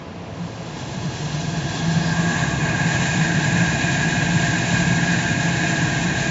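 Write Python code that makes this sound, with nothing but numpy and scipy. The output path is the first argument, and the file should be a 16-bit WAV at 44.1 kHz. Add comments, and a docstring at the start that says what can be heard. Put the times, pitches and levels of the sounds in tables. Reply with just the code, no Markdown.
"""The air blower of a vacuum welding press spins up and settles at full speed in a humming factory.
Its passing blades make a rising tone, and swirling air rumbles in its duct.
Moving air makes the housing ring, and whines and hisses through the gaps of the frame.
The microphone swings from the front of the press to its side, where the whine is strongest."""
import sys
import numpy as np
from scipy import signal
from scipy.fft import rfft, irfft, next_fast_len
from scipy.io import wavfile
from scipy.ndimage import uniform_filter1d, map_coordinates

SR = 44100
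rng = np.random.default_rng(int(sys.argv[2]) if len(sys.argv) > 2 else 0)


def wav_record(signal):
    """Record a signal, one row per channel, as 16-bit PCM in the file named by sys.argv[1]."""
    frames = np.transpose(np.atleast_2d(signal))
    bounded = np.clip(frames, -1, 1)
    # unit amplitude maps onto the largest positive 16-bit level
    quanta = np.round(bounded * 32767).astype(np.int16)
    wavfile.write(sys.argv[1], SR, quanta)


N = 277830
TIME = np.arange(N) / SR
FULL_HZ = 172.2  # blades passing per second at full speed


def blower(surge_s=0.026):
    """The blade tone and the duct's rumble swell together with each surge of air."""
    # the strongest surges: (time [s], rise above the steady rumble [dB])
    surges = [(1.07, 6), (1.63, 6), (2.86, 5), (2.95, 4.5), (3.2, 4), (3.36, 6), (3.49, 4), (3.6, 5),
              (3.75, 4.5), (4.19, 5), (4.36, 7), (4.49, 3.5), (4.74, 6.5), (4.92, 4.5), (5.34, 6),
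              (6.08, 4)]
    surge_db = sum(db * bump(s, surge_s) for s, db in surges)
    return blade_tone(surge_db) + duct_rumble(surge_db)


def blade_pitch(start_hz=90, run_up_s=1.13):
    """How often a blade passes, in Hz: the motor gathers speed and levels off."""
    return FULL_HZ - (FULL_HZ - start_hz) * np.exp(-(TIME / run_up_s) ** 1.55)  # above 1: a gentle start


def blade_tone(surge_db, waver_hz=1.21, flutter_db=3, swell_db=2.4, surge_share=0.68):
    """Each passing blade pushes the air; the pushes blend into one unsteady tone."""
    # the microphone crosses a loud and a quiet spot of the tone's standing wave:
    # (time [s], half-length [s], level change [dB])
    spots = [(2.074, .32, 9.5), (2.6, .2, -17)]
    spot_db = sum(db * bump(s, length) for s, length, db in spots)
    unsteady_db = flutter_db * wobble(13) + swell_db * wobble(3)
    gain = loudness(front_db=-30.5, side_db=-31.5, growth=3.5)
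    pitch = blade_pitch() + waver_hz * wobble(11)
    return gain * amp(spot_db + unsteady_db + surge_share * surge_db) * tone(pitch)


def duct_rumble(surge_db, small_surge_db=1.5):
    """Swirling air rumbles in the duct; only the main resonance, near 150 Hz, surges."""
    # the rumble's colour: (frequency [Hz], level [dB])
    colour = [(12, -33.5), (35, -24.5), (55, -19), (72, -9), (83, -16), (105, -8), (130, -3), (158, 0),
              (176, -1.5), (197, -12), (232, -9), (265, -12.5), (330, -9.5), (385, -21), (455, -21),
              (620, -41.5)]
    rumble = rush(colour)
    core = filtered(rumble, lambda hz: 1 / (1 + ((hz - 150) / 55) ** 8))
    surging = core.std() * amp(surge_db + small_surge_db * wobble(14)) * even(core)
    return loudness(front_db=-24.5, side_db=-23, growth=2.9) * (rumble - core + surging)


def airflow(ease_from_s=4.1, ease_db_per_s=-0.5, gust_db=0.6):
    """The whole stream of air pulses slightly and slowly eases off at full speed."""
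    stream = housing_rush() + gap_whine() + frame_ring() + air_hiss() + hiss_flares()
    easing_db = ease_db_per_s * np.maximum(TIME - ease_from_s, 0)
    return amp(easing_db + gust_db * wobble(12)) * stream


def housing_rush():
    """Rushing air makes the blower's housing ring."""
    # the housing's resonances: (frequency [Hz], width [Hz], level [dB])
    resonances = [(616, 41, -8), (690.4, 42, 1), (780, 90, -17), (849, 66, -3.5), (1002, 70, -7.5),
                  (1092, 44, -10), (1360, 95, -20.5)]
    return loudness(front_db=-35.2, side_db=-30.9, growth=2.2, lag=0.37) * even(blown(resonances))


def gap_whine(flutter_db=1.14):
    """Air whines through the gap under the frame."""
    # the gap's resonances: (frequency [Hz], width [Hz], level [dB])
    resonances = [(1432, 28, -17), (1565, 39, -12.5), (1597, 31, -5), (1639.5, 19, 0.5), (1677, 28, -3.5),
                  (1734, 41, -12.5), (1815, 42, -8), (1944, 40, -15.5)]
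    gain = loudness(front_db=-36.5, side_db=-26.4, growth=4, lag=0.5)
    return gain * amp(flutter_db * wobble(16)) * even(blown(resonances))


def frame_ring():
    """Air rings the hollow spaces of the frame, higher than the whine."""
    # their resonances: (frequency [Hz], width [Hz], front level [dB], side level [dB])
    hollows = [(2020, 56, -15.5, -6), (2160, 28, 1, -3.5), (2226, 37, -5.5, -2.5), (2452, 37, 0.5, 2.5),
               (2540, 28, -0.5, -4.5), (2628, 62, -2.5, -5), (2824, 85, -1.5, -7.5)]
    front = blown([(hz, width, db) for hz, width, db, _ in hollows])
    side = blown([(hz, width, db) for hz, width, _, db in hollows])
    return loudness(front_db=-40.6, side_db=-31.7, growth=2.9, lag=2.3) * swing(front, side)


def air_hiss(shut_db=-31.5, open_s=0.42, clear_s=2.9, clear_db=2.5, shimmer_db=0.68):
    """The hiss of escaping air fades in, then steps up as the microphone clears the frame's edge."""
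    # the hiss at the front: (frequency [Hz], level [dB])
    front_colour = [(500, -23), (1300, -5.5), (2100, -6), (2750, -3), (3020, -1.5), (3350, 2.5), (3700, -1),
                    (4100, 2.5), (4500, -3), (5200, -3), (6050, -1), (6500, -2.5), (7500, -2.5)]
    # the hiss at the side: (frequency [Hz], level [dB])
    side_colour = [(500, -24.5), (1300, -8), (2330, -9), (2900, -3.5), (3160, -0.5), (3290, -1), (3450, -3),
                   (3700, 0.5), (3950, 1), (4400, -4.5), (5150, -7), (6000, -3.5), (7220, 1.5),
                   (7550, -6.5)]
    front = plate_echoes(rush(front_colour), echo_db=-11)
    side = plate_echoes(rush(side_colour), echo_db=-13)
    opening_db = shut_db * np.exp(-TIME / open_s)
    clearing_db = clear_db * (1 + np.tanh((TIME - clear_s) / 0.044)) / 2
    gain = loudness(front_db=-34, side_db=-33.5, growth=1.1)
    return gain * amp(opening_db + clearing_db + shimmer_db * wobble(30)) * swing(front, side)


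def hiss_flares():
    """Narrow bands of hiss flare up as the microphone sweeps past the frame."""
    # the flares: (time [s], half-length [s], frequency [Hz], width [Hz], level [dB])
    flares = [(1.8, 0.36, 3360, 70, -45.5), (1.966, 0.085, 4250, 400, -44), (2.07, 0.074, 4800, 497, -38.5),
              (2.397, .3, 6980, 710, -41.5), (2.48, 0.57, 1112, 64.7, -38.5)]
    return sum(amp(db) * bump(s, length) * blown([(hz, width, 0)]) for s, length, hz, width, db in flares)


def plate_echoes(x, echo_db, spread_s=0.009, count=14):
    """Short echoes between the steel plates of the press give a hollow colour."""
    delays = rng.uniform(0.15, 1, count) * spread_s
    echoes = np.zeros(int(spread_s * SR) + 2)
    echoes[(delays * SR).astype(int)] = amp(echo_db) * rng.choice([-1, 1], count) / np.sqrt(count)
    echoes[0] = 1  # the direct sound
    return unit(signal.fftconvolve(x, echoes)[:N])


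def factory(roar_db=-36, drift_hz=0.88, waver_db=3, boom_db=-28.5):
    """Distant machines make a dull roar and a few unsteady hums; the lowest hum booms once."""
    # the roar's colour: (frequency [Hz], level [dB])
    colour = [(15, -37.5), (40, -23.5), (65, -9.5), (100, -1), (165, -5.5), (230, -3.5), (340, -8.5),
              (480, -7.5), (700, -10.5), (1050, -14.5), (1400, -19), (2900, -23.5), (4200, -27.5),
              (7500, -36)]
    # the machines' hums, lowest first: (pitch [Hz], level [dB])
    hums = [(171.5, -42), (452, -55), (544.5, -54), (727, -57), (996, -53)]
    humming = sum(amp(db + waver_db * wobble(1.6)) * tone(hz + drift_hz * wobble(6)) for hz, db in hums)
    boom = amp(boom_db) * bump(s=0.42, half_length=0.035) * tone(np.full(N, hums[0][0]))
    return amp(roar_db) * rush(colour) + humming + boom


def position():
    """Where the microphone is at each moment."""
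    # the swing round the press: (time [s], position [0 front, 1 side])
    path = [(1.5, 0), (1.97, .12), (2.13, 0.54), (2.45, 0.83), (2.95, 0.99)]
    times, places = np.transpose(path)
    return np.interp(TIME, times, places)


def swing(front, side):
    """Fade from the front sound to the side sound as the microphone moves."""
    return np.sqrt(1 - position()) * front + np.sqrt(position()) * side


def loudness(front_db, side_db, growth, lag=1):
    """A part's gain: it rises with speed to the power growth; a larger lag reaches side_db later."""
    full_speed_db = front_db + (side_db - front_db) * position() ** lag
    return amp(full_speed_db) * (blade_pitch() / FULL_HZ) ** growth


def amp(db):
    """Turn decibels into a gain."""
    return 10 ** (np.asarray(db) / 20)


def unit(x):
    """Scale x to an average strength (rms) of 1."""
    return x / np.sqrt(np.mean(x ** 2) + 1e-20)


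def wobble(rate):
    """A smooth curve through rate random values a second."""
    return map_coordinates(rng.standard_normal(int(TIME[-1] * rate) + 4), [TIME * rate])


def bump(s, half_length):
    """A bell-shaped swell around time s."""
    return np.exp(-((TIME - s) / half_length) ** 2)


def filtered(x, response):
    """Scale each frequency in x by the gain response(hz)."""
    size = next_fast_len(N + SR // 2)
    return irfft(rfft(x, size) * response(np.fft.rfftfreq(size, 1 / SR)), size)[:N]


def rush(colour):
    """Noise of strength 1, shaped by (frequency, level) points."""
    freqs, db = np.transpose(colour)
    response = lambda hz: amp(np.interp(np.log(hz + 1), np.log(freqs), db, left=-120, right=-120))
    return unit(filtered(rng.standard_normal(N), response))


def blown(resonances):
    """Noise of strength 1 that rings at each (frequency, width, level) resonance."""
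    def power(hz):
        return sum((amp(db) / (1 + ((hz - centre) / width) ** 2)) ** 2 for centre, width, db in resonances)
    return unit(filtered(rng.standard_normal(N), lambda hz: np.sqrt(power(hz))))


def even(x):
    """Smooth out slow swells, holding x near strength 1."""
    return x / np.sqrt(np.abs(uniform_filter1d(x ** 2, SR // 11)) + 1e-12)


def tone(hz):
    """A sine wave of strength 1 that follows a pitch curve."""
    return np.sqrt(2) * np.sin(2 * np.pi * np.cumsum(hz) / SR)


def scene():
    """Blower, moving air and factory, the same in both channels."""
    mono = blower() + airflow() + factory()
    return np.array([mono, mono])


def record(dry):
    """Cut off the highest treble."""
    top_hz, fade_hz = 7540, 140
    treble_cut = lambda hz: np.clip((top_hz - hz) / fade_hz + 0.5, 0, 1)
    return np.array([filtered(channel, treble_cut) for channel in dry])


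dry = scene()
out = record(dry)
wav_record(out)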